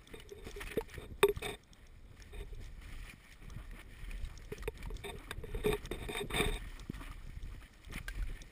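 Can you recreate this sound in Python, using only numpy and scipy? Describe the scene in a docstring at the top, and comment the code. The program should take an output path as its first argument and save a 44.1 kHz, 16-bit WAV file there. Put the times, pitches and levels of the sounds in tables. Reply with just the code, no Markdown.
"""A runner hurries down a forest trail, holding a small camera in a plastic housing.
From the start air buffets the port, shoes scuff dirt and brush, twigs snap and grit ticks.
At 1.2 s the hardest knock of the fingers sets the housing's walls and enclosed air ringing.
Steps and wind carry on; knocks and rubs crowd in from 4.5 to 6.5 s, and a sharp snap comes at 8.1 s.
Throughout, the camera samples slowly and holds each sample, mirroring the sound into the treble."""
import sys
import numpy as np
from scipy import signal
from scipy.fft import rfft, irfft, next_fast_len
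from scipy.io import wavfile
from scipy.ndimage import uniform_filter1d, map_coordinates

SR = 44100
rng = np.random.default_rng(int(sys.argv[2]) if len(sys.argv) > 2 else 0)


def output_pcm(signal):
    """Save a mono or channel-first signal as 16-bit PCM at the path in sys.argv[1].

    Samples are clipped to [-1, 1] before scaling.
    """
    pcm = np.clip(np.atleast_2d(signal).T, -1, 1) * 32767
    wavfile.write(sys.argv[1], SR, np.round(pcm).astype(np.int16))


N = 375291

# modes of the housing walls: pitch_hz, width_hz, gain_db
WALL_MODES = [(719, 106, 0), (914, 44, 0.5), (1134, 75, -4), (1832, 180, -4.5), (2317, 320, -1.5),
              (2413, 128, -6.5), (3000, 320, -25), (3457, 73, -6.5), (3643, 147, 3.5), (4874, 150, -16)]
# finger knocks: start_s, level_db, hollow_offset_db, walls_offset_db, hollow_pitch_hz, t60_s
KNOCKS = [(0.138, -40, 3, -16, 437, 0.028), (0.317, -44.5, 7, -26, 404, 0.036),
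          (0.467, -40.5, 4.5, -18, 405, 0.027), (0.56, -47.5, 8, -13, 407, 0.089),
          (0.775, -33.5, 11, -6.5, 450, 0.043), (1.23, -11.5, -3, -12.5, 403.4, 0.065),
          (1.285, -26.5, 4, -16.5, 410, 0.058), (1.457, -43, 9.5, -3, 422, 0.056),
          (2.333, -49, -1, -16, 413, 0.031), (2.403, -44.5, 0.5, -9, 405, 0.071),
          (2.525, -59.5, 13, -24, 420, 0.035), (4.52, -34, 2.5, -27, 421, 0.036),
          (4.676, -22.5, -3, -16.5, 443, 0.029), (4.903, -35, -3.5, -23, 426, 0.029),
          (5.044, -42, 2, 1, 401, 0.15), (5.309, -23.5, -15.5, -14, 448, 0.023),
          (5.436, -39, 5, -21, 446, 0.031), (5.487, -57, 12, -33, 418, 0.042),
          (5.545, -35, 4, -27, 432, 0.028), (5.642, -44, 12, -21, 438, 0.14),
          (5.661, -24, 3.5, -11, 427.5, 0.053), (5.729, -28.5, 0, -2, 413, 0.054),
          (5.748, -40.5, 7.5, -15, 408, 0.026), (5.913, -27, -3, -25, 376, 0.022),
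          (6.086, -32.5, -5, -9, 440, 0.033), (6.15, -28.5, -10, -8, 450, 0.046),
          (6.205, -39.5, 6, -12, 415, 0.065), (6.306, -31, -9, -17, 350, 0.028),
          (6.344, -31, -7, -26, 428, 0.043), (6.408, -22.5, -9.5, -7, 410, 0.066),
          (6.474, -40.5, 8.5, -4, 415, 0.056)]

def knocks():
    """Impulse response: a knock gives a dry tap and excites the walls and the air in the hollow."""
    hollow, taps, blows = np.zeros((3, N))
    t = np.arange(SR // 8) / SR
    swell = 1 - np.exp(-(t / 0.003) ** 2)
    for start, db, hollow_db, walls_db, hz, t60 in KNOCKS:
        ring = amp(db + hollow_db - 2 - 60 * (t / t60) ** 2.32)  # holds, then the grip damps it fast
        add(hollow, start, ring * swell * np.sin(2 * np.pi * hz * t))
        chatter = rng.standard_normal(len(t))
        chatter[0] = amp(15.5)  # the first contact stands out
        add(taps, start, amp(db + 5.5 - 60 * t / 0.014) * chatter)
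        crack = amp(-60 * t / 0.0062)
        rattle = amp(-23.5 - 60 * (t / t60) ** 2)
        add(blows, start, amp(db + walls_db + 20) * (crack + rattle) * chatter)
    contact = modes([(974, 390, 0.4), (2037, 420, 1.4), (215, 275, 4.5)])
    return hollow + filtered(taps, contact) + filtered(blows, modes(WALL_MODES))

# strokes of the hand on the housing: start_s, length_s, level_db, swell_db, hollow_offset_db
RUBS = [(.14, 0.087, -61.5, -12, -2), (.25, .19, -70, 7, 10.5), (.455, 0.046, -57, 3, -1.5),
        (.56, 0.14, -65.5, -9, -2), (.7, 0.042, -66.5, 10, 10.5), (.88, 0.025, -64, 7, 2),
        (.98, 0.076, -58.5, 0, 6), (1.42, 0.049, -45, 4, -1.5), (1.485, .065, -48, -7, 0.5),
        (2.33, .1, -60, -5.5, 0.5), (5.04, 0.068, -48.5, -2, -3), (5.12, 0.059, -67, 1, 13),
        (5.44, 0.18, -62, 13, 0), (5.64, 0.099, -44, 0, 2), (5.915, 0.043, -49, -4.5, 3.5),
        (5.985, 0.067, -51.5, 2, -7), (6.088, 0.13, -46, 1, -3), (6.3, .04, -52.5, 0, 3.5),
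        (6.345, 0.077, -37.5, 8.5, -2), (6.44, 0.084, -48, -9, 0), (6.51, 0.067, -51.5, 4, -5)]
RUB_EDGES = dict(rise_s=0.0022, fall_s=0.014, length_share=0.027)

def rubs(hollow_hz=416.8, hollow_width_hz=67):
    """Forced vibration: rough friction drives the wall modes and the cavity resonance."""
    walls = unit(filtered(gritty(70, spread_db=3), modes(WALL_MODES)))
    hollow = unit(filtered(gritty(40, spread_db=3), modes([(hollow_hz, hollow_width_hz, 0)])))
    wall_gain, hollow_gain = strokes(RUBS, **RUB_EDGES)
    return wall_gain * walls + hollow_gain * hollow

# spectra of a scuff and of its dull part: frequency_hz, density_db
DIRT_SPECTRUM = [(880, -38), (1500, -3.5), (1660, -4.5), (1810, 8.5), (1960, 4.5), (2390, 5.5),
                 (2740, -5.5), (3000, 1), (4200, -14), (5460, -50), (9240, -120)]
DULL_SPECTRUM = [(260, 8), (450, -9.5), (624, -6), (992, -4), (1210, 1), (1500, -4), (1950, -34),
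                 (3300, -120)]
# brush and litter stirring between scuffs: time_s, level_db
BRUSH = [(0.0, -63.5), (0.33, -67), (0.8, -59), (1.04, -71), (1.26, -65), (1.4, -59), (1.56, -69.5),
         (2.72, -64.5), (2.94, -63.5), (5.57, -66.5), (6.35, -61), (6.71, -57), (7.42, -62), (8.51, -60)]
# drags of a shoe or leg: start_s, length_s, level_db, swell_db, dull_offset_db, hiss_offset_db
SCUFFS = [(.095, 0.14, -64.5, -8, -5, -18), (.45, 0.19, -59, 1.5, -4.5, -6.5),
          (.605, 0.02, -44.5, 2, -5.5, -29), (.662, 0.031, -52, -3, -8, -16),
          (.705, 0.023, -45.5, 3, -8, -36), (.765, 0.037, -54.5, -11, -4, -25),
          (.885, 0.07, -54.5, 11.5, -11, -15.5), (.97, 0.075, -61, -2, 0.5, -14),
          (1.31, 0.068, -64.5, 15, -17, -21), (1.425, 0.046, -55.5, 2, -1, -12),
          (1.485, 0.081, -60.5, -20, -4, -12), (1.76, 0.11, -69.5, -5, -14, -18),
          (2.17, 0.14, -66.5, -2, -11, -10), (2.32, 0.094, -64.5, 11, -8, -23),
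          (2.61, 0.071, -65.5, -4, -12, -4), (2.82, 0.31, -58.5, 3.5, -9, -12),
          (3.2, 0.14, -63.5, 11, -13.5, -11), (3.42, 0.23, -63.5, 6, -3, -30),
          (3.72, 0.1, -60, 15, -2, -16), (3.91, 0.27, -60, 0, -11.5, -15), (4.2, 0.076, -63, 9, -3, -8),
          (4.3, 0.27, -68, -12, -4, -9.5), (4.52, 0.087, -59, -6, -5, -12), (4.75, 0.11, -60, 3, -5, -14),
          (4.95, 0.073, -67, -2, -1, -3), (5.035, 0.11, -62.5, -9, -1, -20),
          (5.16, 0.17, -60.5, 0, -3, -17), (5.44, 0.17, -62.5, 10, -1.5, -22),
          (5.635, 0.15, -52, -4, -6, -20), (5.78, .09, -60, 9, -1, -10), (5.912, 0.059, -59, -3, -3.5, -14),
          (5.985, 0.081, -58.5, 5, -1, -16), (6.085, 0.09, -55, 21, -15, -14),
          (6.3, 0.025, -53.5, 4, 3, -22), (6.34, 0.16, -45.5, -6.5, -2.5, -22),
          (6.53, 0.29, -61.5, -8, -1.5, -19), (6.94, 0.059, -61, -9, 1.5, -10),
          (7.01, 0.12, -58.5, -10, 1, -14), (7.2, 0.1, -71, -3, -1, -9), (7.5, 0.052, -66.5, 9, -1, -17),
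          (7.6, 0.074, -62, 5, -10, -21), (7.925, 0.062, -50.5, 2, -5.5, -14),
          (8.1, 0.15, -60, -9, -6, -11), (8.27, .15, -61, -3, -8, -20), (8.46, .05, -76, -3, -16, -20)]

def ground_gains():
    """Incoherent sources add in power: drags plus brush, as gains of scrape, dull part and hiss."""
    brush = amp(curves(BRUSH)[0] + np.array([-5, -9.5, -13])[:, None])
    drags = strokes(SCUFFS, rise_s=0.0041, fall_s=0.0069, length_share=0.083)
    return np.hypot(drags, brush)

def scuffs(scrape_gain, dull_gain, hiss_gain):
    """Granular friction: dirt gives way in clumps that modulate three bands of noise together."""
    clumps = amp(1.07 * wobble(25))
    grains = patchy(gritty(200, spread_db=2.5), patch_db=1.4)
    scrape = unit(clumps * filtered(grains, colour(DIRT_SPECTRUM)))
    dull = unit(clumps * filtered(gritty(60, spread_db=4), colour(DULL_SPECTRUM)))
    hiss_band = colour([(3000, -14), (4300, -3.5), (5300, 0), (6000, -10.5)])
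    hiss = unit(clumps * filtered(gritty(170, spread_db=2), hiss_band))
    return scrape_gain * scrape + dull_gain * dull + hiss_gain * hiss

# twigs and stones underfoot: start_s, level_db, pitch_hz, t60_s
SNAPS = [(0.199, -38, 2960, 0.034), (0.611, -38.5, 1830, 0.033), (0.673, -38.5, 2540, 0.084),
         (0.713, -39, 2550, 0.039), (0.741, -38.5, 1810, 0.031), (0.809, -30.5, 895, 0.041),
         (0.94, -37.5, 1857, 0.053), (1.372, -38, 1180, 0.027), (1.426, -35, 2530, 0.08),
         (2.201, -40, 1770, 0.015), (3.096, -38, 2410, 0.04), (3.713, -41, 1900, 0.016),
         (4.112, -37, 2460, 0.033), (4.248, -45.5, 3770, 0.048), (4.422, -44.5, 1850, 0.016),
         (4.625, -37, 1900, 0.033), (4.636, -36.5, 1230, 0.026), (4.827, -38.5, 2350, 0.034),
         (4.857, -38, 930, 0.031), (5.174, -51, 1160, 0.03), (5.311, -26.5, 1600, 0.021),
         (7.114, -38, 1220, 0.034), (7.299, -50, 2250, 0.039), (7.626, -42, 1750, 0.013),
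         (7.94, -41, 1750, 0.019), (8.082, -27.5, 1593, 0.046), (8.225, -40, 1480, 0.032)]

def snaps():
    """Brittle fracture: the broken piece rings briefly inside a wider crackle."""
    out = np.zeros(N)
    t = np.arange(SR // 16) / SR
    for start, db, hz, t60 in SNAPS:
        band = signal.butter(2, [0.3 * hz, min(3.17 * hz, 5500)], "band", fs=SR)
        crackle = signal.lfilter(*band, rng.standard_normal(len(t)))
        ring = np.sin(2 * np.pi * hz * t)
        add(out, start, amp(db + 1.5 - 60 * t / t60) * (0.49 * ring + 0.47 * crackle))
    return out

# bright ticks of grit: start_s, level_db, low_offset_db
TICKS = [(0.0733, -39, 5.5), (0.1988, -61, -1), (0.2928, -40.5, 2.5), (0.3084, -48, -5), (0.512, -37.5, 4),
         (0.572, -43, 3), (0.8974, -41, 6), (0.9404, -68, -5), (1.0221, -61, -1), (1.291, -54, 5),
         (1.3623, -45, 10.5), (1.394, -56, 21), (1.45, -34, 11.5), (1.6353, -45.5, 2), (1.733, -43.5, 3.5),
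         (1.8677, -46.5, 4.5), (2.2222, -37, 2.5), (2.5475, -48, 3), (2.642, -43, 4.5), (2.6584, -44, 5),
         (3.3237, -43, 6), (3.5012, -41, 5), (4.1777, -42.5, 4), (4.375, -35.5, 2.5), (4.4486, -41.5, 0),
         (4.582, -37, 3), (4.6345, -50, 1), (4.7753, -39.5, 1), (4.8328, -56.5, 22), (4.9422, -46, 1),
         (4.9675, -38, 9), (5.185, -43, 5), (5.5154, -48, -1), (5.677, -36, 4), (5.8558, -32, 3.5),
         (5.9184, -42, 4), (6.542, -37, 9.5), (6.693, -45, 1), (6.796, -34, 4), (6.958, -47, 5),
         (7.429, -48.5, 7), (7.7372, -46, 6), (7.8466, -44.5, 8), (7.9162, -38.5, -4), (7.9396, -34.5, 6),
         (8.418, -33, 1.5)]

def grit(hiss_gain, t60_s=0.014, grains_per_s=40):
    """Brief impacts are broadband: ticks excite two resonances, small random grains the upper one."""
    high, low = np.zeros((2, N))
    t = np.arange(SR // 16) / SR
    for start, db, low_db in TICKS:
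        burst = amp(db - 60 * t / t60_s) * rng.standard_normal(len(t))
        add(high, start, burst)
        add(low, start, amp(low_db) * burst)
    hits = rng.random(N) < grains_per_s / SR
    sizes = amp(6.4 * rng.standard_exponential(N).clip(0, 3))
    high += amp(18) * hiss_gain * hits * sizes * rng.choice([-1, 1], N)
    return filtered(high, modes([(5590, 630, 9.1)])) + filtered(low, modes([(3540, 800, 2.1)]))

# spectrum of the buffeting: frequency_hz, density_db
BUFFET_SPECTRUM = [(8.8, -25), (15, -6), (36, 2.5), (130, -20.5), (170, -60), (290, -120)]
# air on the port: time_s, buffet_db, flutter_db
WIND = [(0.0, -50, -67), (0.04, -62, -66), (0.16, -50.5, -65), (0.4, -57.5, -65), (0.57, -48, -64),
        (1.04, -49, -56.5), (1.4, -50.5, -59.5), (1.63, -54.5, -67.5), (2.61, -46, -62.5),
        (2.89, -45.5, -66.5), (3.27, -55.5, -74), (3.55, -47.5, -61), (4.19, -51, -64.5), (4.24, -39, -66),
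        (4.38, -50.5, -60.5), (5.52, -44.5, -58), (5.55, -40, -58.5), (6.09, -46.5, -51), (6.35, -44, -58),
        (6.47, -40, -62), (6.52, -41.5, -66), (7.02, -45.5, -62.5), (7.04, -51, -75), (7.44, -45.5, -65.5),
        (7.8, -55.5, -70), (7.91, -40.5, -55.5), (8.15, -49, -67), (8.2, -40.5, -61), (8.46, -50, -62),
        (8.51, -65, -70)]

def wind():
    """Turbulence: large eddies push the port in lumps, and smaller ones flutter faster."""
    buffet_db, flutter_db = curves(WIND)
    eddies = wobble(16)
    buffet = unit(filtered(amp(2.5 * eddies) * gritty(6, spread_db=2.5), colour(BUFFET_SPECTRUM)))
    flutter_band = colour([(60, -30), (90, -10), (120, -7), (250, -11), (500, -16.5), (1100, -55)])
    flutter = unit(filtered(amp(3 * eddies) * gritty(40, spread_db=4), flutter_band))
    shake = amp(-4.5) * strokes(RUBS, **RUB_EDGES)[0]  # more flutter while the hand rubs
    return amp(buffet_db) * buffet + (amp(flutter_db) + shake) * flutter

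# dull pushes of the arm on the port: start_s, level_db, pitch_hz
THUMPS = [(0.134, -44, 140), (0.465, -41.5, 223), (0.771, -27, 225), (0.971, -40, 62.5), (1.112, -42.5, 64),
          (1.363, -36, 66), (2.404, -49, 61.9), (3.134, -48, 128), (3.475, -45.5, 86), (3.559, -39.5, 85),
          (3.79, -60, 62.3), (4.021, -44, 61), (4.516, -37.5, 133), (4.674, -39.5, 69), (4.864, -40.5, 90),
          (5.17, -50, 59.6), (5.374, -39.5, 62.6), (5.535, -41, 62.6), (5.658, -25.5, 230),
          (5.913, -36, 318), (6.022, -43, 135), (6.359, -39, 127), (6.4, -28.5, 154), (6.457, -32, 99),
          (6.896, -31, 154), (7.266, -49, 94), (7.364, -42, 65), (7.955, -37.5, 127), (8, -45, 80),
          (8.19, -46, 60.6), (8.244, -52, 61.9)]

def thumps(puffs_per_s=20, low_hz=50.2, high_hz=124.7):
    """Pressure pulses: the arm and small random puffs of air each give one push and its return."""
    buffet_db = curves(WIND)[0]
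    puffs = []
    for when, size, pitch in rng.random((round(puffs_per_s * N / SR), 3)):
        db = buffet_db[int(when * N)] - 9 - 4.5 * np.log(1 - 0.9 * size)
        puffs.append((when * N / SR, db, low_hz * (high_hz / low_hz) ** pitch))
    out = np.zeros(N)
    t = np.arange(SR // 20) / SR
    for start, db, hz in THUMPS + puffs:
        cycles = hz * t - 0.7  # zero at the middle of the pulse
        add(out, start, amp(db + 8.5) * np.sin(2 * np.pi * cycles) * np.exp(-(cycles / 0.24) ** 2))
    return out

# spectrum of the forest background: frequency_hz, density_db
FOREST_SPECTRUM = [(120, 10.5), (200, 6), (621, 0.5), (1630, -5.5), (1820, -16), (2350, -24.5), (2750, -23),
                   (3650, -1.5), (5420, -40.5), (5900, -36), (7670, -57), (13000, -120)]

def forest(level_db=-70):
    """Ambient noise floor: a faint coloured hush whose level wavers."""
    return amp(level_db) * unit(filtered(gritty(14, spread_db=1.5), colour(FOREST_SPECTRUM)))

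def amp(db):
    """Decibels as an amplitude ratio."""
    return 10 ** (np.asarray(db) / 20)

def unit(x):
    """Normalisation to an RMS of one."""
    return x / np.sqrt(np.mean(x ** 2) + 1e-20)

def add(track, start_s, sound):
    """Superposition of a short sound on a track."""
    part = track[round(start_s * SR):][:len(sound)]
    part += sound[:len(part)]

def curves(rows):
    """Linear interpolation of each level column over time; silent outside the rows."""
    times, *columns = np.transpose(rows)
    return [np.interp(np.arange(N) / SR, times, db, -120, -120) for db in columns]

def strokes(rows, rise_s, fall_s, length_share):
    """Envelopes summed in power, one per part; an edge covers 20 dB in its time plus a share of length."""
    power = np.zeros((len(rows[0]) - 3, N))
    for start, length, db, swell_db, *offsets_db in rows:
        rise, fall = np.array([rise_s, fall_s]) + length_share * length
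        corners = [start - 4 * rise, start, start + length, start + length + 4 * fall]
        n = np.arange(max(round(corners[0] * SR), 0), min(round(corners[-1] * SR), N))
        shape_db = np.interp(n / SR, corners, [-80, -swell_db / 2, swell_db / 2, -80])
        power[:, n] += amp(db + shape_db + np.array([0, *offsets_db])[:, None]) ** 2
    return np.sqrt(power)

def wobble(knots_per_s):
    """Spline interpolation of random knots: a smooth random curve."""
    return map_coordinates(rng.standard_normal(N // 100), [np.arange(N) * knots_per_s / SR])

def gritty(grains_per_s, spread_db):
    """Random amplitude modulation: noise whose strength jumps in grains."""
    return unit(amp(spread_db * wobble(grains_per_s)) * rng.standard_normal(N))

def patchy(x, patch_db):
    """Spectral modulation: leaves and clods differ, so the colour wanders in patches."""
    spectra = signal.stft(x, nperseg=512)[2]
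    across_pitch = uniform_filter1d(rng.standard_normal(spectra.shape), size=5, axis=0)
    patches = uniform_filter1d(across_pitch, size=10, axis=1)
    return signal.istft(spectra * amp(patch_db * unit(patches)), nperseg=512)[1][:N]

def filtered(x, response):
    """Linear filtering: the spectrum times a frequency response."""
    size = next_fast_len(N + SR // 2)
    return irfft(rfft(x, size) * response(np.fft.rfftfreq(size, 1 / SR)), size)[:N]

def colour(points):
    """Magnitude response through (frequency_hz, gain_db) points on a log axis."""
    points_hz, db = np.transpose(points)
    return lambda hz: amp(np.interp(np.log(hz + 1), np.log(points_hz + 1), db, -120, -120))

def modes(table):
    """Modal sum: each resonance acts twice, so the valleys between stay dark."""
    return lambda f: sum(amp(db) * (1j * f * width / (hz * hz - f * f + 1j * f * width)) ** 2
                         for hz, width, db in table)

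def scene():
    """Superposition: air, ground, housing and forest add in one channel."""
    air = wind() + thumps()
    scrape_gain, dull_gain, hiss_gain = ground_gains()
    ground = scuffs(scrape_gain, dull_gain, hiss_gain) + snaps() + grit(hiss_gain)
    housing = rubs() + knocks()
    return (housing + ground + air + forest())[None]

CAMERA_RATE_HZ, ANTI_ALIAS_HZ, TOP_HZ = 12000, 5750, 15500

def record(dry):
    """Sample and hold: sampling repeats the spectrum around its rate; holding shades it by a sinc."""
    size = SR * (N // SR + 1)
    hz = np.fft.rfftfreq(size, 1 / SR)
    slow_size = size * CAMERA_RATE_HZ // SR
    lowpass = 1 / np.sqrt(1 + (hz / ANTI_ALIAS_HZ) ** 30)
    samples = irfft((rfft(dry[0], size) * lowpass)[:slow_size // 2 + 1], slow_size)
    images = np.fft.fft(samples)[np.arange(len(hz)) % slow_size]
    held = images * np.sinc(hz / CAMERA_RATE_HZ)
    return irfft(held * (hz < TOP_HZ), size)[None, :N]

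dry = scene()
out = record(dry)
output_pcm(out)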